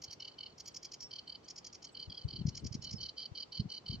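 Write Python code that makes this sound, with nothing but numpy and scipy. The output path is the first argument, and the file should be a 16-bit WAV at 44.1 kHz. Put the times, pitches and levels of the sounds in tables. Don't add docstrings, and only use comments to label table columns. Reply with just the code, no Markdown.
import sys
import numpy as np
from scipy import signal
from scipy.fft import rfft, irfft, next_fast_len
from scipy.io import wavfile
from scipy.ndimage import uniform_filter1d, map_coordinates

SR = 44100
rng = np.random.default_rng(int(sys.argv[2]) if len(sys.argv) > 2 else 0)


def put_to_file(sound):
    columns = np.atleast_2d(sound).T
    safe = np.clip(columns, -1, 1)
    whole_steps = np.round(safe * 32767)
    wavfile.write(sys.argv[1], SR, whole_steps.astype(np.int16))


N = 176400
T = np.arange(N) / SR
HALF = np.array([[.5], [-.5]])


def amp(db):
    return 10 ** (np.asarray(db) / 20)


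def unit(x):
    return x / np.sqrt(np.mean(abs(x) ** 2) + 1e-20)


def along(points, hz):
    f, v = np.transpose(points)
    return np.interp(np.log(hz + 1), np.log(f + 1), v)


def filtered(x, response):
    n = x.shape[-1]
    m = next_fast_len(n + 2048)
    hz = np.fft.rfftfreq(m, 1 / SR)
    return irfft(rfft(x, m) * response(hz), m)[..., :n]


def noise(spectrum, n, shift=1):
    white = rng.standard_normal(n)
    return unit(filtered(white, lambda hz: amp(along(spectrum, hz / shift))))


def steadied(x, span_s):
    power = uniform_filter1d(abs(signal.hilbert(x)) ** 2, max(1, int(span_s * SR)))
    return unit(x / np.sqrt(abs(power) + 1e-3))


def swell(t, length_s, edge):
    return np.exp(-abs(2 * t / length_s) ** edge)


def around(centre_s, reach_s):
    part = slice(max(0, int((centre_s - reach_s) * SR)), int((centre_s + reach_s) * SR))
    return part, T[part] - centre_s


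def wander(t, size, per_s):
    return map_coordinates(rng.standard_normal(size), [(t - t[0]) * per_s], mode="wrap")


def churr_note(t, length_s, pitch_hz, fizz_db, rasp_db, upper_db, fall_hz_per_s, upper_share):
    # frequency in Hz, level in dB.
    throat = [(1500, -49.5), (2250, -19), (2520, -31), (2800, 0), (3100, 0), (3450, -2.5), (3800, -27.5),
              (4100, -8.5), (4550, -7), (4900, 0.5), (5400, -29), (6100, -28.5), (7000, -40), (9000, -44.5)]
    # frequency in Hz, level in dB.
    rasp_colour = [(1500, -58.5), (2300, -15.5), (2650, -29.5), (3080, 4.5), (3600, -26), (4000, 1),
                   (4500, 9.5), (5100, 1), (5550, -34), (6600, -27.5), (7500, -41), (9500, -58.5),
                   (12500, -37), (16000, -64)]
    # frequency in Hz, level in dB.
    fizz_colour = [(3500, -35.5), (4800, -6.5), (5350, 7.5), (5680, -4), (6050, 8.5), (6400, -10),
                   (6900, -28), (8000, -46.5), (10000, -49)]
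    arch, sag, jitter_depth = .036, .014, .008
    rasp_pitch_hz, rasp_length_ratio, rasp_lead_s = 787.6, 1.2, .0006
    upper_ratio, upper_lag_s, edge = 5.82, .001, 3

    u = np.clip(2 * t / length_s, -1.5, 1.5)
    jitter = jitter_depth * wander(t, 256, 700)
    hz = pitch_hz * (1 + rng.normal(0, .012) - arch * u ** 2 - sag * u + jitter)
    phase = 2 * np.pi * np.cumsum(hz) / SR
    buzz = unit(sum(amp(along(throat, k * hz)) * np.sin(k * phase + 2 * np.pi * rng.random())
                    for k in range(2, 11)))

    late_t = t - upper_lag_s
    upper_hz = upper_ratio * hz + fall_hz_per_s * late_t
    upper = unit(np.sin(2 * np.pi * (np.cumsum(upper_hz) / SR + rng.random())))

    rasp = steadied(noise(rasp_colour, len(t), pitch_hz / rasp_pitch_hz), .004)
    rough = amp(rasp_db) * rasp + amp(fizz_db) * noise(fizz_colour, len(t))

    return (buzz * swell(t, length_s, edge)
            + amp(upper_db) * upper * swell(late_t, length_s * upper_share, edge)
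            + rough * swell(t + rasp_lead_s, length_s * rasp_length_ratio, 2))


def churrs(rows, notes, upper_share):
    out = np.zeros(N)
    for first_s, levels_db, pitch_hz, fizz_db, *voice in rows:
        for db, (delay_s, length_s, step_hz, note_fizz_db) in zip(levels_db, notes):
            part, t = around(first_s + delay_s, .023)
            note = churr_note(t, length_s, pitch_hz + step_hz, fizz_db + note_fizz_db, *voice, upper_share)
            out[part] += amp(db) * note
    return out


def chips():
    # centre of first note in seconds, levels of the two notes in dB, centre frequency in Hz,
    # overtone in dB.
    chip_rows = [(0.024, (-44, -39.5), 5440, -24), (0.113, (-44.5, -43), 5230, -23.5), (.585, (-49.5, -43),
                 5390, -27.5), (.662, (-45.5, -41.5), 5540, -23), (0.749, (-42.5, -39.5), 5580, -28),
                 (.833, (-44, -41), 5500, -26.5), (.922, (-43, -41.5), 5420, -32), (1.009, (-43.5, -45),
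                 5460, -28), (1.487, (-44, -42.5), 5470, -52), (1.564, (-46, -43), 5530, -36),
                 (1.650, (-43.5, -43.5), 5450, -35.5), (1.732, (-46.5, -46), 5460, -38), (1.829, (-48, -43),
                 5550, -41), (2.471, (-44, -41.5), 5330, -39), (2.555, (-43.5, -40), 5430, -59),
                 (2.649, (-45, -41), 5460, -59), (2.729, (-43.5, -41), 5390, -66), (2.826, (-44, -43),
                 5600, -38), (2.913, (-40.5, -41.5), 5410, -45.5)]
    # delay in seconds, length in seconds.
    chip_notes = [(0, .0095), (.0205, .0148)]
    # frequency in Hz, level in dB.
    hiss_colour = [(1400, -41.5), (2300, -13), (2700, -23), (3150, -10.5), (3700, -27), (4300, -3.5),
                   (4900, 2.5), (5800, 1), (6700, 4), (7200, -25), (8000, -20.5), (9000, -61), (16000, -81)]
    # frequency in Hz, level in dB.
    octave_colour = [(8000, -16), (10500, -15.5), (12500, -11.5), (13800, 11), (15000, -11)]
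    reference_hz = 5414

    out = np.zeros(N)
    for first_s, levels_db, centre_hz, overtone_db in chip_rows:
        for db, (delay_s, length_s) in zip(levels_db, chip_notes):
            part, t = around(first_s + delay_s, .023)
            hiss = steadied(noise(hiss_colour, len(t), centre_hz / reference_hz), .003)
            squared = (signal.hilbert(hiss) ** 2).real
            octave = unit(filtered(squared, lambda hz: amp(along(octave_colour, hz))))
            out[part] += amp(db) * swell(t, length_s, 2.1) * (hiss + amp(overtone_db) * octave)
    return out


def near_warbler():
    # centre of first note in seconds, levels of the four notes in dB, pitch in Hz,
    # fizz in dB, rasp in dB, upper voice in dB, slope of the upper voice in Hz per second.
    churr_rows = [(.206, (-44.5, -43, -44.5, -45), 765, -5.5, -5, -11, -20000),
                  (.389, (-46, -44, -43.5, -47), 766.6, -16, -8, -3, -15000),
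                  (1.115, (-52, -48, -49.5, -47.5), 793, 0, 2.5, 0, -50000),
                  (1.279, (-49, -47.5, -51.5, -47.5), 777.4, -20, -0.5, 1, -30000),
                  (1.953, (-51, -47, -47.5, -47), 786.6, -17, -1.5, 1.5, -60000),
                  (2.103, (-49, -46.5, -49.5, -47.5), 822, -20, -3.5, 1, -50000),
                  (2.288, (-51.5, -50, -49, -48.5), 782.3, -9.5, 2.5, 2.5, -60000),
                  (3.017, (-52.5, -48.5, -51.5, -50.5), 777, 5, 5.5, 8, -80000),
                  (3.183, (-48.5, -48.5, -48.5, -50), 790, -8, 5, 3.5, -90000),
                  (3.356, (-52.5, -48, -53, -48.5), 785, -7, 3, 5.5, -100000),
                  (3.528, (-49.5, -53, -51, -49), 783, -4.5, 6.5, 1.5, -90000),
                  (3.704, (-53, -52.5, -52, -51.5), 781.4, -0.5, 1, 6.5, -80000),
                  (3.866, (-50, -47, -51, -50.5), 779, -14, 2.5, 2, -80000)]
    # delay in seconds, length in seconds, pitch above the churr's in Hz,
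    # added fizz in dB.
    churr_notes = [(0, .0095, 0, 0), (.0213, .0105, -3, -6), (.0475, .0115, 6, -7), (.0765, .0125, -3, -8)]
    return churrs(churr_rows, churr_notes, upper_share=.68) + chips()


def second_warbler():
    # centre of first note in seconds, level before accents in dB, pitch in Hz.
    far_churrs = [(0.06, -58.5, 779), (0.275, -64.5, 777), (0.458, -65.5, 785), (0.65, -65.5, 803),
                  (0.824, -66.5, 813), (1.197, -72.5, 780), (1.438, -65.5, 793), (1.633, -65.5, 808),
                  (1.827, -61, 784), (1.993, -56.5, 780), (2.173, -57, 781), (2.35, -56.5, 778),
                  (2.53, -59, 782), (2.830, -50, 767), (2.989, -48.5, 783), (3.174, -50.5, 792),
                  (3.361, -48, 790.5), (3.534, -50, 786.5), (3.7, -49.5, 767), (3.887, -49.5, 782)]
    # delay in seconds, length in seconds, pitch above the churr's in Hz,
    # added fizz in dB.
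    far_notes = [(0, .018, -10, 0), (.022, .015, 0, 0), (.045, .014, 5, 0), (.067, .013, -15, 0)]
    accents_db = np.array([-8.5, 0.5, 1, -2.5])
    fizz_db, rasp_db, upper_db, fall_hz_per_s = -9.5, -3, 2.5, -12000

    rows = [(s, db + accents_db, pitch_hz, fizz_db, rasp_db, upper_db, fall_hz_per_s)
            for s, db, pitch_hz in far_churrs]
    return churrs(rows, far_notes, upper_share=1)


def whistles():
    # centre in seconds, length in seconds, level in dB, pitch in Hz, glide in Hz per second.
    whistle_rows = [(1.036, 0.062, -48, 5550, -1800), (1.45, 0.015, -57, 6030, 74997),
                    (2.828, 0.028, -56, 5260, -1000), (2.892, 0.021, -55.5, 5370, -6),
                    (2.967, 0.027, -49.5, 5270, -5000)]
    quaver_hz, quaver_per_s = 70, 500

    out = np.zeros(N)
    for s, length_s, db, pitch_hz, glide_hz_per_s in whistle_rows:
        part, t = around(s, length_s)
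        hz = pitch_hz + glide_hz_per_s * t + quaver_hz * wander(t, 64, quaver_per_s)
        tone = unit(np.sin(2 * np.pi * np.cumsum(hz) / SR))
        out[part] += amp(db) * swell(t, length_s, 2.5) * tone
    return out


def placed(x, lead, pan):
    return filtered(x, lambda hz: amp(HALF * along(pan, hz)) * np.exp(1j * HALF * along(lead, hz)))


def scatter(x, t60_s):
    out = np.zeros((2, N + SR))
    t = np.arange(SR // 3) / SR
    block = SR // 6
    for i in range(0, N, block):
        decay = amp(-60 * t / t60_s) * (1 - np.exp(-t / .004))
        tail = rng.standard_normal((2, len(t))) * decay
        echo = signal.fftconvolve(x[None, i:i + block], tail / np.linalg.norm(tail[0]), axes=1)
        out[:, i:i + echo.shape[1]] += echo
    return out[:, :N]


def eddies():
    # time in seconds, envelope peak in dB, pitch in Hz, left-right difference in dB.
    eddy_rows = [(2.082, -40, 101.7, 5.5), (2.254, -26.5, 106, 8.5), (2.391, -38, 138, 4),
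                 (2.416, -28.5, 156.7, 4.5), (2.457, -21.5, 143.2, 7), (2.482, -24, 141.5, 6.5),
                 (2.641, -34, 134.5, 0.5), (2.654, -37.5, 250, 7), (2.674, -40.5, 134, 6.5),
                 (2.715, -36, 117.7, -12), (2.753, -29.5, 197.2, 6), (2.794, -43.5, 114, -12),
                 (2.922, -42.5, 101.6, -1.5), (2.943, -32, 163.5, -9), (3.321, -40.5, 112.3, 10.5),
                 (3.601, -24.5, 140.4, -6.5), (3.659, -32, 152.5, 6), (3.901, -30, 127.3, 6.5),
                 (3.945, -34.5, 177, 7)]
    rise_cycles, fall_cycles, skew_cycles, slowing_share = .28, .42, .16, .201

    out = np.zeros((2, N))
    for s, db, hz, pan_db in eddy_rows:
        part, t = around(s, .05)
        cycles = hz * t
        shape = np.exp(1 - np.hypot(1, cycles / np.where(t < 0, rise_cycles, fall_cycles)))
        port_phase = HALF * rng.normal(0, skew_cycles)
        phase = np.cumsum(hz * (1 - slowing_share * np.tanh(cycles))) / SR + rng.random()
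        out[:, part] += amp(db + HALF * pan_db) * shape * np.sin(2 * np.pi * (phase + port_phase))
    return out


def puffs():
    # centre in seconds, length in seconds, level before the low-pass in dB,
    # left-right difference in dB.
    puff_rows = [(0.091, 0.026, -59, -3), (2.098, 0.04, -51.5, 6), (2.276, 0.04, -47.5, 5),
                 (2.347, 0.043, -46.5, 3), (2.407, 0.05, -42.5, 5.5), (2.475, .05, -40.5, 6),
                 (2.554, 0.14, -53.5, 7), (2.653, 0.054, -40.5, 9), (2.763, 0.051, -48.5, -5),
                 (2.85, 0.16, -56, -2), (2.951, 0.05, -46.5, -6), (3.014, 0.14, -54.5, 5),
                 (3.61, 0.028, -39, -3), (3.658, 0.037, -46, 8), (3.931, 0.05, -48.5, 9),
                 (3.977, 0.15, -49, -3.5)]
    # frequency in Hz, level in dB.
    buffet = [(20, -29), (45, -12.5), (80, -8), (125, -7.5), (180, -13.5), (250, -18), (400, -27),
              (700, -42.5), (2000, -84)]
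    edge, side_db, top_hz = 1.7, -11, 416

    push = np.sqrt(sum((amp(db + HALF * pan_db) * swell(T - s, length_s, edge)) ** 2
                       for s, length_s, db, pan_db in puff_rows))
    mid = steadied(noise(buffet, N), .02)
    side = amp(side_db) * noise(buffet, N)
    flutter = push * np.array([mid + side, mid - side])
    return filtered(flutter, lambda hz: 1 / np.sqrt(1 + (hz / top_hz) ** 4))


def reedbed():
    # frequency in Hz, level in dB.
    air = [(15, -47.5), (25, -14), (79, -2.5), (140, 0), (214, -3), (437, -2.5), (586, -7), (716, -7),
           (1150, -10), (1630, -17), (2000, -22.5), (2600, -54.5), (4400, -120)]
    # frequency in Hz, left-right correlation (0 to 1).
    air_alike = [(60, 1), (160, 0.9), (410, 0.23), (1080, 0.0054), (2820, 0.14), (7370, 0.25)]
    # frequency in Hz, level in dB.
    rustle_colour = [(1200, -27.5), (2000, -5), (3000, -5), (4600, -9), (5600, -7), (7200, -6),
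                     (8700, -20.5), (11000, -28.5), (14000, -28), (16000, -39.5)]
    air_db, rustle_db = -62, -70

    def mid_side_gains(hz):
        turn = np.arccos(np.clip(along(air_alike, hz), 0, 1)) / 2
        return np.array([np.cos(turn), np.sin(turn)])

    mid, side = filtered(np.array([noise(air, N), noise(air, N)]), mid_side_gains)
    rush = amp(air_db) * np.array([mid + side, mid - side])
    rustle = amp(rustle_db) * np.array([noise(rustle_colour, N), noise(rustle_colour, N)])
    return rush + rustle


def ticks():
    # centre in seconds, level in dB.
    tick_rows = [(.647, -69), (.728, -71), (1.04, -76), (1.092, -74), (1.286, -70), (1.45, -75),
                 (1.888, -71), (1.93, -61.5), (2.003, -71), (2.245, -74), (2.605, -66.5), (3.73, -68),
                 (3.887, -70)]
    # frequency in Hz, level in dB.
    tick_band = [(7200, -41), (7850, -2), (8100, 2.5), (8600, -45.5)]

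    out = np.zeros(N)
    for s, db in tick_rows:
        part, t = around(s, .023)
        burst = steadied(noise(tick_band, len(t)), .003)
        out[part] += amp(db) * swell(t, .017, 2) * burst
    return out


def scene():
    # frequency in Hz, lead in radians.
    near_lead = [(3100, -0.28), (4100, -0.77), (4550, -1.14), (5000, -0.93), (5500, 1), (6000, -1.2),
                 (6700, -0.76)]
    far_lead = [(3100, -1), (4100, -1.64), (4550, -1.5), (6000, -2)]
    # frequency in Hz, left-right in dB.
    near_pan = [(3100, -.7), (4100, 2), (4550, -5), (5000, 0.5), (5500, -2), (6000, -1.5), (6700, 0)]
    far_pan = [(3100, -3.5), (4100, -4.5), (4550, -3.5), (5500, -1)]
    reeds_t60_s, reeds_db = .07, -13.5
    field_t60_s, field_db = .25, -21

    near = near_warbler()
    far = second_warbler() + whistles()
    song = near + far
    echo = amp(reeds_db) * scatter(song, reeds_t60_s) + amp(field_db) * scatter(song, field_t60_s)
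    birds = placed(near, near_lead, near_pan) + placed(far, far_lead, far_pan) + echo
    return birds + eddies() + puffs() + reedbed() + ticks()


def record(dry):
    # frequency in Hz, gain in dB.
    microphone = [(15, -12.5), (30, -7.5), (55, -1), (5000, -0.5), (6000, -2), (6270, -13.5), (6550, -7),
                  (7000, -8)]
    top_hz = 14700
    return filtered(dry, lambda hz: amp(along(microphone, hz)) * (hz < top_hz))


dry = scene()
out = record(dry)
put_to_file(out)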